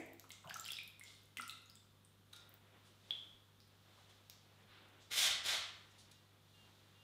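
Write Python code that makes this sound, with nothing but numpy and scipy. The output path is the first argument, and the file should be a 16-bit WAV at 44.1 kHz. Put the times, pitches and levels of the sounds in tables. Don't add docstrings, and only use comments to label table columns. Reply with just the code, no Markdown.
import sys
import numpy as np
from scipy import signal
from scipy.fft import rfft, irfft, next_fast_len
from scipy.io import wavfile
from scipy.ndimage import map_coordinates

SR = 44100
rng = np.random.default_rng(int(sys.argv[2]) if len(sys.argv) > 2 else 0)


def how_loud(loudness_db):
    steps = np.asarray(loudness_db, float) / 20
    return 10 ** steps


def wrap_up_sound(samples):
    columns = np.atleast_2d(samples).T
    tamed = np.clip(columns, -1, 1)
    steps = np.round(tamed * 32767).astype(np.int16)
    wavfile.write(sys.argv[1], SR, steps)


N = 310013


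def unit(x):
    return x / np.sqrt(np.mean(x ** 2) + 1e-20)


def along(points, hz):
    point_hz, value = np.transpose(points)
    return np.interp(np.log(hz + 1), np.log(point_hz + 1), value)


def curves(rows):
    s, *columns = np.transpose(rows)
    return [np.interp(np.arange(N) / SR, s, column) for column in columns]


def wobble(rate):
    knots = rng.standard_normal(int(N * rate / SR) + 4)
    return map_coordinates(knots, [np.arange(N) * rate / SR])


def filtered(x, spectrum):
    m = next_fast_len(N + 8192)
    gain = how_loud(along(spectrum, np.fft.rfftfreq(m, 1 / SR)))
    return irfft(rfft(x, m) * gain, m)[..., :N]


def coloured(x, spectrum):
    return unit(filtered(x, spectrum))


def tail():
    # pitch_hz, t60_s
    decay = [(200, 0.75), (1400, 0.69), (3600, 0.61), (8000, 0.43), (15000, 0.17)]
    # pitch_hz, level_db
    colour = [(200, -0.5), (1400, 3.5), (3600, 6), (8000, 5), (15000, 2)]
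    hz, t, z = signal.stft(rng.standard_normal(SR * 3 // 4), SR, nperseg=256)
    fade_db = along(colour, hz)[:, None] - 60 * t / along(decay, hz)[:, None]
    answer = signal.istft(z * how_loud(fade_db), SR, nperseg=256)[1]
    build_up = 1 - np.exp(-np.arange(len(answer)) / SR / 0.00043)
    answer = answer * build_up
    return answer / np.linalg.norm(answer)


def air():
    # pitch_hz, level_db (rms)
    partials = [(100, -69), (148, -78), (395, -86.5), (512, -87)]
    # pitch_hz, relative_db
    spectrum = [(12, -45), (25, -17), (69, -14.5), (102, -18.5), (200, -11), (260, -17), (520, -23),
                (700, -25), (1300, -23.5), (2100, -30.5), (2800, -29), (3600, -29), (4700, -33.5),
                (8000, -36), (15200, -33), (16500, -57)]
    t = np.arange(N) / SR
    hum = np.zeros(N)
    for hz, db in partials:
        level = np.sqrt(2) * how_loud(db + 0.13 * wobble(3.6))
        hum += level * np.sin(2 * np.pi * hz * t + 0.62 * wobble(1.16))
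    noise_level = how_loud(-69.5 + 0.11 * wobble(2.58))
    return hum + noise_level * coloured(rng.standard_normal(N), spectrum)


def slops():
    # start_s, length_s, bubble_db, middle_hz
    folds = [(-0.04, .05, -50.5, 624), (0.44, .05, -51.5, 1020), (0.648, .13, -51.5, 3260),
             (1.051, .11, -59, 4960)]
    bubbles = 14
    spread_octaves, life_cycles = 0.53, 3.35
    s, length, db, hz = np.transpose(folds)[:, :, None]
    place = rng.random((len(folds), bubbles))
    size_luck, pitch_luck = rng.standard_normal((2, len(folds), bubbles))
    times = s + length * (np.arange(bubbles) + place) / bubbles
    size_db = db + 2.6 * size_luck
    pitch_hz = hz * 2 ** (spread_octaves * pitch_luck)
    rows = [times, size_db, pitch_hz, np.full(times.shape, life_cycles), size_db - 25]
    return np.reshape(rows, (len(rows), -1)).T


def drops():
    # start_s, bubble_db (before its decay), nominal_hz, life_cycles, tick_db
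    single_drops = [(-0.03, -48.5, 267, 11, -37.5), (-0.02, -45.5, 335, 12.7, -60),
                    (-0.02, -32.5, 2140, 3.3, -62), (-0.015, -50, 463, 6.2, -70),
                    (0.0613, -54, 13420, 5.5, -53), (0.1339, -40, 14500, 4.4, -49),
                    (0.197, -38, 13000, 6.1, -41), (0.2417, -48, 1160, 2.2, -55),
                    (0.2937, -64, 8500, 2.6, -43), (0.3048, -39, 3260, 1.8, -43),
                    (0.3052, -51.5, 2130, 11.5, -56), (0.3185, -31, 7060, 1.96, -46),
                    (0.455, -50.5, 160, 2.2, -88), (0.4745, -48, 2900, 5.7, -51),
                    (0.4955, -42, 4780, 5.8, -42), (0.4994, -35, 2700, 2, -45),
                    (0.5084, -36.5, 1610, 6.2, -69), (0.5425, -35.5, 6160, 7.6, -35.5),
                    (0.5585, -40, 1330, 13, -58), (0.5697, -41, 7600, 3.8, -35.5),
                    (0.5974, -33, 7360, 14, -37), (0.6087, -39, 12350, 6, -42),
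                    (0.644, -37, 4840, 4.4, -60), (0.6526, -44, 3860, 3.5, -38.5),
                    (0.6609, -40, 3150, 14, -39), (0.6745, -42, 5400, 7.8, -67),
                    (0.6807, -33, 9100, 3.4, -34), (0.6874, -35.5, 2730, 7.9, -51),
                    (0.705, -36.5, 3380, 10.5, -40), (0.7196, -30.5, 10950, 7.7, -31),
                    (0.7334, -35.5, 5070, 6.6, -53), (0.7684, -36, 3680, 5, -61),
                    (0.7874, -36, 2440, 10.4, -42), (0.8337, -42, 15400, 6.5, -45),
                    (0.8771, -36.5, 11900, 4.6, -45.5), (0.9958, -41, 9100, 5.6, -44),
                    (1.0112, -45.5, 2110, 13.6, -69), (1.0374, -46.5, 7250, 8.9, -45),
                    (1.062, -65, 3420, 62, -75), (1.064, -61, 5300, 30, -73), (1.2331, -52, 13780, 6, -62),
                    (1.371, -29, 2610, 1.94, -35), (1.374, -36.5, 8500, 5.3, -75),
                    (1.3838, -42.5, 2043, 25, -42), (1.385, -56.5, 247, 9.9, -80),
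                    (1.3974, -34.5, 1350, 8.3, -62), (1.4113, -36.5, 8900, 6.4, -43),
                    (1.4207, -36.5, 5300, 2.7, -45), (1.4791, -51, 14300, 3.4, -35),
                    (1.4955, -45, 2700, 13, -70), (1.4959, -36, 3880, 5.7, -38), (1.51, -48, 13000, 6, -43),
                    (1.6585, -54, 6640, 10, -60), (1.6985, -47, 4970, 7.1, -48),
                    (1.7552, -48, 7770, 8.1, -46), (1.7697, -62, 3530, 18, -90),
                    (2.0494, -47.5, 8830, 6.7, -67), (2.333, -45.5, 3730, 7.3, -72),
                    (2.4931, -40, 13900, 6, -54), (2.5409, -39, 15300, 7.9, -53),
                    (3.1077, -27.5, 3330, 9.5, -46), (3.6034, -49.5, 4900, 2.5, -53.5),
                    (3.9776, -58, 1070, 3.4, -74), (4.2984, -44, 12700, 6.8, -40),
                    (4.299, -36.5, 5140, 1.4, -72), (6.801, -68, 3060, 5, -73)]
    lead = SR // 10
    out = np.zeros(lead + N + SR)
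    t = np.arange(SR // 20) / SR
    rooms = [tail() for _ in range(8)]
    for k, (s, db, hz, cycles, tick_db) in enumerate([*single_drops, *slops(), *spatter()]):
        age = t * hz / max(cycles, 1)
        onset = 1 - np.exp(-t * hz / 0.28)
        life = onset * np.exp(-0.55 * age) / (1 + age ** 6)
        climb = 1 + 0.022 * (np.minimum(age, 2) - 1)
        bubble = how_loud(db) * life * np.sin(2 * np.pi * hz * t * climb)
        snap = rng.standard_normal(len(t) + 1) * how_loud(-60 * np.append(t, 1) / 0.0037)
        tick = how_loud(tick_db) * (snap[1:] - 0.6 * snap[:-1])
        sound = bubble + tick
        sound[52:] -= 0.052 * sound[:-52]
        send_db = -2 - 1.26 * np.log2(max(cycles, 1) / 6)
        send_db -= 0.33 * np.log2(hz / 3000) + 0.13 * (db + 41)
        wet = how_loud(send_db) * signal.fftconvolve(sound, rooms[k % len(rooms)])
        wet[:len(t)] += sound
        out[lead + round(s * SR):][:len(wet)] += wet
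    return out[lead:lead + N]


def spatter():
    # time_s, rate_per_s
    density = [(0.4, 0), (0.46, 60), (0.72, 50), (0.8, 8), (1.3, 8), (1.42, 25), (1.7, 6), (1.8, 0)]
    bubble_db, middle_hz, spread_octaves, life_cycles = -54.5, 8000, 0.71, 6
    rate, = curves(density)
    passed = np.cumsum(rate) / SR
    count = int(passed[-1])
    place, luck = rng.random(count), rng.standard_normal(count)
    s = np.searchsorted(passed, np.arange(count) + place) / SR
    hz = np.clip(middle_hz * 2 ** (spread_octaves * luck), 700, 15000)
    db = np.full(count, bubble_db)
    return np.c_[s, db, hz, np.full(count, life_cycles), db - 8]


def rustle():
    # time_s, dull_db, crisp_db
    moves = [(0.92, -100, -112), (1.08, -71, -61.5), (1.35, -85, -82), (1.5, -96, -82), (1.87, -103, -82),
             (2.22, -97, -105), (2.36, -69, -70), (2.62, -73.5, -89), (2.8, -68.5, -78), (2.97, -77, -79.5),
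             (3.12, -65.5, -67), (3.58, -85, -86.5), (3.98, -67.5, -71.5), (4.3, -76, -77),
             (4.62, -69.5, -77), (4.83, -68, -81), (4.97, -68.5, -81), (5.8, -70.5, -73),
             (6.36, -77.5, -82.5), (6.58, -72.5, -72), (7.0, -74, -77)]
    # pitch_hz, relative_db
    dull_spectrum = [(150, -31), (300, 2), (1000, -1), (2200, -3.5), (3500, -7.5), (5000, -76)]
    # pitch_hz, relative_db
    crisp_spectrum = [(1500, -47), (2600, -10), (3600, -2.5), (5000, -7), (8000, -11.5), (15000, -21)]
    dull_db, crisp_db = curves(moves)
    dull = how_loud(dull_db + 1.85 * wobble(25)) * coloured(rng.standard_normal(N), dull_spectrum)
    crisp = how_loud(crisp_db + 0.29 * wobble(45)) * coloured(rng.standard_normal(N), crisp_spectrum)
    return dull + crisp


def brushes():
    # start_s, nominal level_db, length_s, lowest_hz, highest_hz
    strokes = [(2.328, -55, 0.012, 890, 13800), (2.361, -55.5, 0.007, 3060, 14900),
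               (2.843, -70.5, 0.067, 2960, 11400), (3.673, -73, .01, 9000, 15500),
               (4.089, -69, 0.026, 3040, 8900), (4.68, -66.5, 0.16, 1230, 4140),
               (4.882, -73, .01, 6000, 14000), (5, -68.5, 0.064, 3200, 8200),
               (5.906, -71, 0.021, 5500, 9450), (5.979, -63.5, 0.048, 3630, 10400),
               (6.112, -59, 0.01, 2730, 11900)]
    dry, t = np.zeros(N), np.arange(N) / SR
    for s, db, length, low_hz, high_hz in strokes:
        u = np.clip((t - s) / length, 0, 30)
        puff = 2 * np.sqrt(u) * np.exp(-2 * u * u)
        grain = how_loud(db + 0.67 * wobble(400))
        band = [(low_hz * 0.45, -30), (low_hz, 0), (high_hz, -5), (high_hz * 1.7, -30)]
        dry += grain * puff * coloured(rng.standard_normal(N), band)
    return dry + how_loud(-2.0) * signal.fftconvolve(dry, tail())[:N]


def pot():
    # pitch_hz, relative_db, t60_s
    pot_modes = [(1233, -3, .1), (1403, -1, .55), (1938, -3, .3), (2805, 0, .3), (3190, -6, .18),
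                 (3470, -5, .15), (3790, -7, .12), (4700, -2, .2), (5500, -5, .1), (6500, -7, .08),
                 (6950, -4, .1), (8250, -5, .1)]
    # start_s, level_db, best_driven_hz, spread_octaves, contact_s
    grips = [(2.332, -62, 1450, 0.42, 0.00077), (2.362, -62.5, 5030, 0.43, 0.0029),
             (5.91, -76, 3500, 1.4, .005), (5.984, -72, 6000, 0.5, .01), (6.111, -71, 4600, 1.1, 0.0027),
             (6.136, -69, 1940, 0.29, 0.0089), (6.537, -66, 2820, 0.38, .01),
             (6.58, -70, 2750, 0.43, 0.011), (6.949, -65, 2750, 0.42, 0.0097)]
    dry, t = np.zeros(N + SR), np.arange(SR // 2) / SR
    hz, mode_db, t60 = np.transpose(pot_modes)[:, :, None]
    chance = rng.standard_normal((len(grips), len(pot_modes), 1))
    for (s, db, best_hz, spread, contact), luck in zip(grips, chance):
        drive_db = db + mode_db + 0.86 * luck - 6 * (np.log2(hz / best_hz) / spread) ** 2
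        modes = how_loud(drive_db - 60 * t / t60) * np.sin(2 * np.pi * hz * t + 3 * luck)
        onset = 1 - np.exp(-t / contact)
        dry[round(s * SR):][:len(t)] += onset * modes.sum(axis=0)
    return dry[:N] + signal.fftconvolve(dry, tail())[:N]


def tread():
    # start_s, level_db, fade_s (time constant)
    flexes = [(5.06, -68, 0.035), (5.28, -61.5, 0.16), (5.55, -69.5, .1)]
    rise_s = 0.039
    t = np.arange(N) / SR
    level = np.zeros(N)
    for s, db, fade in flexes:
        rise = np.clip((t - s) / rise_s, 0, 1)
        level += how_loud(db) * rise * np.exp(-np.maximum(t - s - rise_s, 0) / fade)
    rumble = [(15, -18), (35, -20), (80, 0), (130, -23), (300, -67)]
    return level * coloured(rng.standard_normal(N), rumble)


def scuff():
    # pitch_hz, relative_db
    grit_spectrum = [(150, -25), (250, -20), (710, -10.5), (922, -11), (1470, -6), (1610, -8),
                     (2130, -13.5), (2400, -8.5), (3520, -6), (4730, -10), (9170, -17.5), (14200, -24),
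                     (16000, -30)]
    # pitch_hz, relative_db
    sole_resonance = [(1500, -48), (1900, 0), (2150, 3), (2300, -6), (2800, -38)]
    # start_s, peak_db, swell_s, hold_s, brightness_db (at full speed)
    drags = [(5.096, -36, 0.087, 0.092, 16), (5.426, -39.5, 0.04, 0.067, 5)]
    slips = rng.standard_normal(N) * how_loud(2.0 * wobble(900) + 1.3 * wobble(90))
    grit = coloured(slips, grit_spectrum)
    high = coloured(grit, [(900, -8.5), (14400, 6.5)])
    ring = how_loud(-15.5) * coloured(grit, sole_resonance)
    dry = np.zeros(N)
    for s, db, swell, hold, top_db in drags:
        u = np.arange(N) / SR - s
        rising = 1 - np.clip(u / swell, 0, 1)
        bite = np.clip(u / 0.022, 0, 1) ** 2
        lift_db = 218 * np.maximum(u - swell - hold, 0)
        level = bite * how_loud(db - 12 * rising - lift_db)
        bright_db = top_db - 14 * rising - 120 * np.clip(u - swell, 0, 0.3)
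        share = 1 / (1 + how_loud(-3 * bright_db + 12.5))
        dry += level * ((1 - share) * grit + share * high + ring)
    return dry + how_loud(-1.5) * signal.fftconvolve(dry, tail())[:N]


def scene():
    mono = drops() + pot() + scuff() + tread() + brushes() + rustle() + air()
    return np.array([mono, mono])


def roll_off(x):
    return signal.sosfilt(signal.butter(12, 16640, fs=SR, output="sos"), x)


def record(dry):
    # pitch_hz, gain_db
    response = [(20, -3.5), (2700, -1.5), (3600, 2.5), (4600, -1), (12000, -4.5), (15600, -5.5),
                (16000, -39), (17000, -45)]
    heard = filtered(dry, response)
    return roll_off(heard)


dry = scene()
out = record(dry)
wrap_up_sound(out)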